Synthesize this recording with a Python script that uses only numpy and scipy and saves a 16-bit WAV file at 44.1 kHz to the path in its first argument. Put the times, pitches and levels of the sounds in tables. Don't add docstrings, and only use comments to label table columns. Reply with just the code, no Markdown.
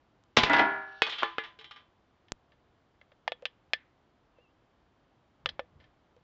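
import sys
import numpy as np
from scipy import signal
from scipy.fft import rfft, irfft
from scipy.io import wavfile

SR = 44100
rng = np.random.default_rng(int(sys.argv[2]) if len(sys.argv) > 2 else 0)


def unload_wav(signal):
    wavfile.write(
        sys.argv[1],
        SR,
        np.round(np.clip(np.atleast_2d(signal).T, -1, 1) * 32767).astype(np.int16),
    )


N = 275037
TIME = np.arange(N) / SR
BLOW_SAMPLES = 2 ** 15

# t/s, level/dB, brightness/(dB per octave), buzz t60/s
SHOT_HITS = [(.3665, 2, 3, 0.039), (.3702, 19.5, -0.5, 0.023), (.3763, 9.5, 0.5, .05), (.3843, 8, 0.2, .06),
             (.433, 6, 0.5, .02), (.4352, 12.5, -1.5, 0.027)]
PANEL_HITS = [(.462, 4.5, 0, .35), (.4975, 14.5, -1.5, .6), (.533, 15.5, 1, .16), (.564, 10, 1.5, .1),
              (.584, 5.5, 3.5, .05), (.593, 16, -1.06, .1), (.616, 7, -3, .08)]
# t/s, level/dB, brightness/(dB per octave), buzz t60/s, favoured f/Hz, its hump/dB
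GROUND_HITS = [(1.0201, 16, 0.5, 0.023, 441, 10), (1.066, 4, 0, 0.14, 2169, -6.5),
               (1.095, -7, 7, 0.32, 3075, 4), (1.122, -3.5, 0.5, .38, 3472, 8),
               (1.1825, -2, 2.5, 0.48, 3190, 5), (1.223, -2.5, -7, 0.1, 1017, 10),
               (1.2319, 9.5, -4.5, 0.022, 1190, 9), (1.239, -4, -4, 0.078, 1017, 8),
               (1.3831, 5.5, -4, 0.025, 1965, 5.5), (1.436, -9.5, 1.5, 0.25, 1190, 2),
               (1.589, -22.5, 6, 0.086, 441, 20), (1.612, -18, 1.5, 0.065, 2395, -2),
               (1.6438, -18, 4, 0.054, 3190, 1), (1.7105, -16.5, 4, 0.085, 1190, 8),
               (1.761, -20.5, 2.5, 0.26, 1190, 5.5)]
DENT_POPS = [(2.284, -34, 6.5, 0.016, 2400, 3), (2.52, -29, 0.5, .08, 3365, -2),
             (3.014, -25.5, -1.5, 0.026, 2080, 6), (3.1185, -26, -3, 0.033, 565, 3),
             (3.2779, 5.5, -0.5, 0.013, 880, 7.5), (3.3198, -0.5, -3, 0.019, 3365, 8.5),
             (3.4232, -21, -7, .036, 565, 12), (3.4543, 1.5, 2.5, 0.031, 2982, 5.5),
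             (3.7343, 7.5, 4, 0.017, 1852, 9.5), (4.385, -36, -4.5, .065, 490, 7),
             (5.459, 10.5, 0, .014, 2982, -0.5), (5.4897, -6, 4, 0.034, 4200, 7),
             (5.5938, 1, -4, 0.029, 565, 7.3), (5.801, -23, 0.5, 0.36, 3122, -4.5),
             (5.841, -31, 2.5, 0.064, 1766, -2.5), (6.165, -35.5, -3.5, .06, 490, 9)]
# t/s, level/dB
GRIP_MOVES = [(5.467, -55), (5.758, -61.5)]

# f/Hz, level/dB, t60/s
TABLE_RING = [(233.7, -1.5, 0.21), (422, 0, 0.069), (720, 0, 0.13), (858, -2, .2), (1016, 0.5, 0.4),
              (2664, -2, 0.14), (3010, -3, 0.15), (5470, -1.5, 0.13)]
PANEL_RING = [(215.3, -6, 0.44), (289.6, 0.5, 0.33), (318.5, -6.5, 0.49), (395, -9.5, 0.81),
              (634, -11, 0.83), (672, -1.5, 0.39), (736, -8.5, 0.62), (782, -10, 1.0), (811, 1, 0.41),
              (874, -6.5, 0.35), (952, 3.5, 0.5), (985.6, -12, 0.45), (1072, -8.5, 0.59), (1227, -12, 0.62),
              (1383, 0.5, 0.65), (1439, 0.5, 0.64), (1464, -10, 0.33), (1620, -16, .75),
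              (1510, -11.5, 0.82), (1654, -10.5, 0.81), (1708, 0, .85), (1821, -8.5, 0.59),
              (2000, 6.5, 0.36), (2036, -8, .55), (2152, -12, 0.42), (2370, -6.5, 0.32),
              (2296, -11.5, 0.72), (2580, -7, 0.18), (2837, -10.5, 0.15), (3160, -10, .4)]
LOOSE_CAN_RING = [(337, -6.5, 0.43), (441, 1.5, 0.18), (832, -0.5, 0.19), (1017, -12.5, 0.7),
                  (1190, -3.5, 0.23), (1600, -14.5, 0.35), (1804, -16.5, 0.45), (1965, -9, 0.25),
                  (2169, -7, 0.18), (2395, -7.5, 0.23), (2626, -13, 0.22), (3075, -3, 0.36),
                  (3190, -2.5, 0.23), (3300, -9.5, 0.81), (3472, -3.5, 0.38), (3840, 0, 0.2015),
                  (3980, -4, .2), (5310, 2.5, .22)]
HELD_CAN_RING = [(490, 0, .1), (565, -4.5, 0.042), (1196, -3.5, 0.067), (1766, 2, 0.077),
                 (1852, -14, 0.073), (2080, 1.5, 0.041), (2400, -13.5, 0.045), (2982, -9, 0.056),
                 (3122, -2.5, 0.063), (3365, -4.5, 0.088), (4200, -8, 0.053), (4940, -6, 0.091)]

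# f/Hz, level/dB
SHOT_EQ = [(40, -4), (270, 1), (620, 1), (1050, 1.5), (1850, 1), (3450, 1), (5500, -12), (8000, -32.5)]
PANEL_EQ = [(40, -23.5), (270, -3.5), (620, -2), (1050, 0.5), (1850, 1), (3450, -9), (5500, -25.5),
            (8000, -54)]
GROUND_EQ = [(40, -37), (270, -10.5), (620, -3), (1050, 1), (1850, 2), (3450, -1), (5500, -22), (8000, -42)]
DENT_EQ = [(40, -28.5), (270, -20.5), (620, 4), (1050, -5.5), (1850, 0), (3450, -3), (5500, -19),
           (8000, -47.5)]

# f/Hz, t60/s
YARD_DECAY = [(100, .6), (300, 0.38), (1000, 0.69), (2000, 0.62), (3500, 0.34), (7000, 0.14)]
# f/Hz, relative level/dB
AIR_EQ = [(15, -38.5), (25, -6), (70, -1), (148, -2.5), (176, -6), (328, -4.5), (460, -9.5), (692, -8.5),
          (1170, -12.5), (2480, -22), (2730, -23), (3080, -21.5), (7860, -39.5), (10200, -80),
          (17300, -120)]


def pistol():
    shimmer = lambda: from_db(-10) * shell(0.17, 2000, 7500, count=50)
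    shot = blows(SHOT_HITS, SHOT_EQ, shimmer, snap_db=-6, snap_fall_db=2.0,
                 echo_db=-6.5, echo_scale=.9, echo_tilt_db=0.5)
    return shot + ringing(SHOT_HITS, SHOT_EQ, TABLE_RING, ring_db=-48.5)


def gas_puff(start_s=.3702):
    t = TIME - start_s
    gas = noise([(60, -12), (130, -2.5), (180, 3), (420, -0.5), (700, -14), (2000, -45)])
    return from_db(-23) * gas * (t > 0) * dying(np.maximum(t, 0), t60=.12)


def panel():
    shimmer = lambda: from_db(-17.5) * shell(0.42, 2100, 7000, count=50)
    crash = blows(PANEL_HITS, PANEL_EQ, shimmer, snap_db=-8.5, snap_fall_db=2.5,
                  echo_db=-8, echo_scale=0.99, echo_tilt_db=-1.4)
    return crash + ringing(PANEL_HITS, PANEL_EQ, PANEL_RING, ring_db=-45.0)


def bouncing_can(max_ring_cycles=900):
    modes = [(hz, db, min(t60, max_ring_cycles / hz)) for hz, db, t60 in LOOSE_CAN_RING]
    shimmer = lambda: from_db(-10.5) * shell(0.18, 1400, 7400, count=14)
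    knocks = blows(GROUND_HITS, GROUND_EQ, shimmer, snap_db=1.5, snap_fall_db=6.5,
                   echo_db=-11.5, echo_scale=0.57, echo_tilt_db=4.5)
    return knocks + ringing(GROUND_HITS, GROUND_EQ, modes, ring_db=-48.5, favour_db=4, gentle_db=9)


def held_can():
    shimmer = lambda: from_db(-16.5) * shell(0.04, 2200, 6600, count=14)
    pops = blows(DENT_POPS, DENT_EQ, shimmer, snap_db=-2.5, snap_fall_db=2,
                 echo_db=-27, echo_scale=0.63, echo_tilt_db=2.0)
    return pops + ringing(DENT_POPS, DENT_EQ, HELD_CAN_RING, ring_db=-46, favour_db=7, gentle_db=4.0)


def blows(cues, eq, shimmer, snap_db, snap_fall_db, echo_db, echo_scale, echo_tilt_db):
    out, t = np.zeros(N), TIME[:BLOW_SAMPLES]
    for start_s, level_db, brightness, buzz_t60, *contact in cues:
        fade = dying(t, buzz_t60) * (1 - np.exp(-t / 0.00027))
        hit = rng.standard_normal(BLOW_SAMPLES) * fade / np.linalg.norm(fade)
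        snap = from_db(snap_db - snap_fall_db * np.log2(max(buzz_t60, 1e-3) / .03))
        hit[0] -= snap
        hit = hit / np.hypot(1, snap) + from_db(echo_db) * yard_echoes(echo_scale, echo_tilt_db)
        add(hit, 0, shimmer())
        add(out, start_s, coloured(hit, blow_spectrum(eq, level_db, brightness, *contact)))
    return out


def ringing(cues, eq, modes, ring_db, favour_db=0, gentle_db=0):
    out = np.zeros(N)
    for hz, mode_db, t60 in modes:
        fed = np.zeros(N)
        for start_s, level_db, brightness, _, *contact in cues:
            blow_db = at_hz(blow_spectrum(eq, level_db, brightness, *contact), hz)
            favoured = sum(np.exp(-(np.log(hz / pitch) / .04) ** 2) for pitch in contact[:1])
            softness = -level_db / 20
            drive_db = blow_db + favour_db * favoured + gentle_db * softness
            fed[round(start_s * SR)] = from_db(drive_db + mode_db + ring_db) ** 2
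        energy = signal.lfilter([1], [1, -dying(1 / SR, t60) ** 2], fed + 1e-24)
        waver = 1 + .2 * drift(per_s=20)
        out += np.sqrt(energy) * waver * np.sin(2 * np.pi * (hz * TIME + rng.random()))
    return out


def shell(t60, low_hz, high_hz, count):
    t = TIME[:min(round(t60 * SR) + 1, BLOW_SAMPLES)]
    out = 0
    for k, (place, size, phase) in enumerate(rng.random((count, 3))):
        hz = low_hz + (high_hz - low_hz) * (k + place) / count
        out = out + (.2 + size) * np.sin(2 * np.pi * (hz * t + phase))
    out = out * dying(t, t60)
    return out / np.linalg.norm(out)


def blow_spectrum(eq, level_db, brightness, favoured_hz=1000, hump_db=0):
    knee_hz, pivot_hz, hump_octaves = 450, 1480, 0.43
    hz = np.geomspace(40, 8000, 96)
    lean = brightness * np.log2(np.maximum(hz, knee_hz) / pivot_hz)
    hump = hump_db * np.exp(-(np.log2(hz / favoured_hz) / hump_octaves) ** 2)
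    return np.transpose([hz, at_hz(eq, hz) + level_db + lean + hump])


def yard_echoes(t60_scale, tilt_db):
    t, hz = TIME[:BLOW_SAMPLES], np.fft.rfftfreq(BLOW_SAMPLES, 1 / SR)
    white = rfft(rng.standard_normal(BLOW_SAMPLES))
    out = 0
    for centre_hz, t60 in YARD_DECAY:
        band = at_hz([(f, f == centre_hz) for f, _ in YARD_DECAY], hz)
        fade = dying(t, t60 * t60_scale) * (1 - np.exp(-t / 0.0013))
        gain = from_db(tilt_db * np.log2(centre_hz / 2000))
        out = out + irfft(white * band) * fade / np.linalg.norm(fade) * gain
    return out


def click(start_s, level_db, thud_db, thud_hz):
    out, t = np.zeros(N), TIME[:2048]
    pulse = -from_db(thud_db) * dying(t, t60=0.0039) * np.cos(2 * np.pi * thud_hz * t)
    pulse[0] -= 1
    add(out, start_s, from_db(level_db) * pulse)
    return out


def scrape(start_s=.7, end_s=1.02, grains_per_s=900, rise_db_per_s=19):
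    sliding = (TIME > start_s) & (TIME < end_s)
    grains = rng.standard_normal(N) * (rng.random(N) < grains_per_s / SR)
    sizzle = signal.fftconvolve(grains, shell(.05, 2500, 6500, count=40))[:N]
    sizzle = rms_one(signal.sosfilt(signal.butter(6, 4000, fs=SR, output="sos"), sizzle))
    return sizzle * sliding * from_db(-65 + rise_db_per_s * np.minimum(TIME - end_s, 0))


def grip(attack_s=0.025, t60=0.73):
    rumble = noise([(25, -7), (70, 5.5), (160, -4.5), (300, -14.5), (1000, -19.5), (4000, -55)])
    swell = 0
    for peak_s, level_db in GRIP_MOVES:
        rise = np.exp(np.minimum(TIME - peak_s, 0) / attack_s)
        swell += from_db(level_db) * rise * dying(np.maximum(TIME - peak_s, 0), t60)
    return rumble * swell


def bird(start_s=4.345, length_s=0.17, pitch_hz=2730, swing_hz=100, waver_s=.082):
    t = TIME - start_s
    hz = pitch_hz + swing_hz * np.cos(2 * np.pi * t / waver_s)
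    arch = np.sin(np.pi * np.clip(t / length_s, 0, 1))
    return from_db(-71) * arch * np.sin(2 * np.pi * np.cumsum(hz) / SR)


def still_air():
    return from_db(-68.5) * noise(AIR_EQ)


def noise(spectrum):
    gain = from_db(at_hz(spectrum, np.fft.rfftfreq(N, 1 / SR)))
    return rms_one(irfft(rfft(rng.standard_normal(N)) * gain, N))


def coloured(x, spectrum):
    size = len(x)
    gain = from_db(at_hz(spectrum, np.fft.rfftfreq(size, 1 / SR)))
    cepstrum = irfft(np.log(gain))
    cepstrum[1:size // 2] *= 2
    cepstrum[size // 2 + 1:] = 0
    return irfft(rfft(x) * np.exp(rfft(cepstrum)))


def drift(per_s):
    knots = rng.standard_normal(1024)
    return np.interp(TIME * per_s, np.arange(len(knots)), knots)


def dying(t, t60):
    return np.exp(-np.log(1000) * t / max(t60, 1e-3))


def at_hz(points, hz):
    known, values = np.transpose(points)
    return np.interp(np.log(np.maximum(hz, 1)), np.log(known), values)


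def add(out, start_s, sound):
    start = round(start_s * SR)
    out[start:start + len(sound)] += sound[:N - start]


def from_db(db):
    return 10 ** (np.asarray(db) / 20)


def rms_one(x):
    return x / np.sqrt(np.mean(x ** 2) + 1e-20)


def scene():
    air = still_air()
    trigger = click(.238, level_db=-41.5, thud_db=-27, thud_hz=390)
    shot = trigger + pistol() + gas_puff()
    tumble = panel() + scrape() + bouncing_can()
    tick = click(2.3201, level_db=-3.5, thud_db=-19, thud_hz=129.4)
    handling = held_can() + grip()
    return (shot + tumble + tick + handling + bird() + air)[None]


def record(dry):
    ceiling, low_cut_hz, high_cut_hz = .7, 24, 7600
    rounded = ceiling * np.tanh(dry / ceiling)
    heard = signal.sosfilt(signal.butter(2, low_cut_hz, "high", fs=SR, output="sos"), rounded)
    return signal.sosfilt(signal.cheby1(12, .5, high_cut_hz, fs=SR, output="sos"), heard)


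dry = scene()
out = record(dry)
unload_wav(out)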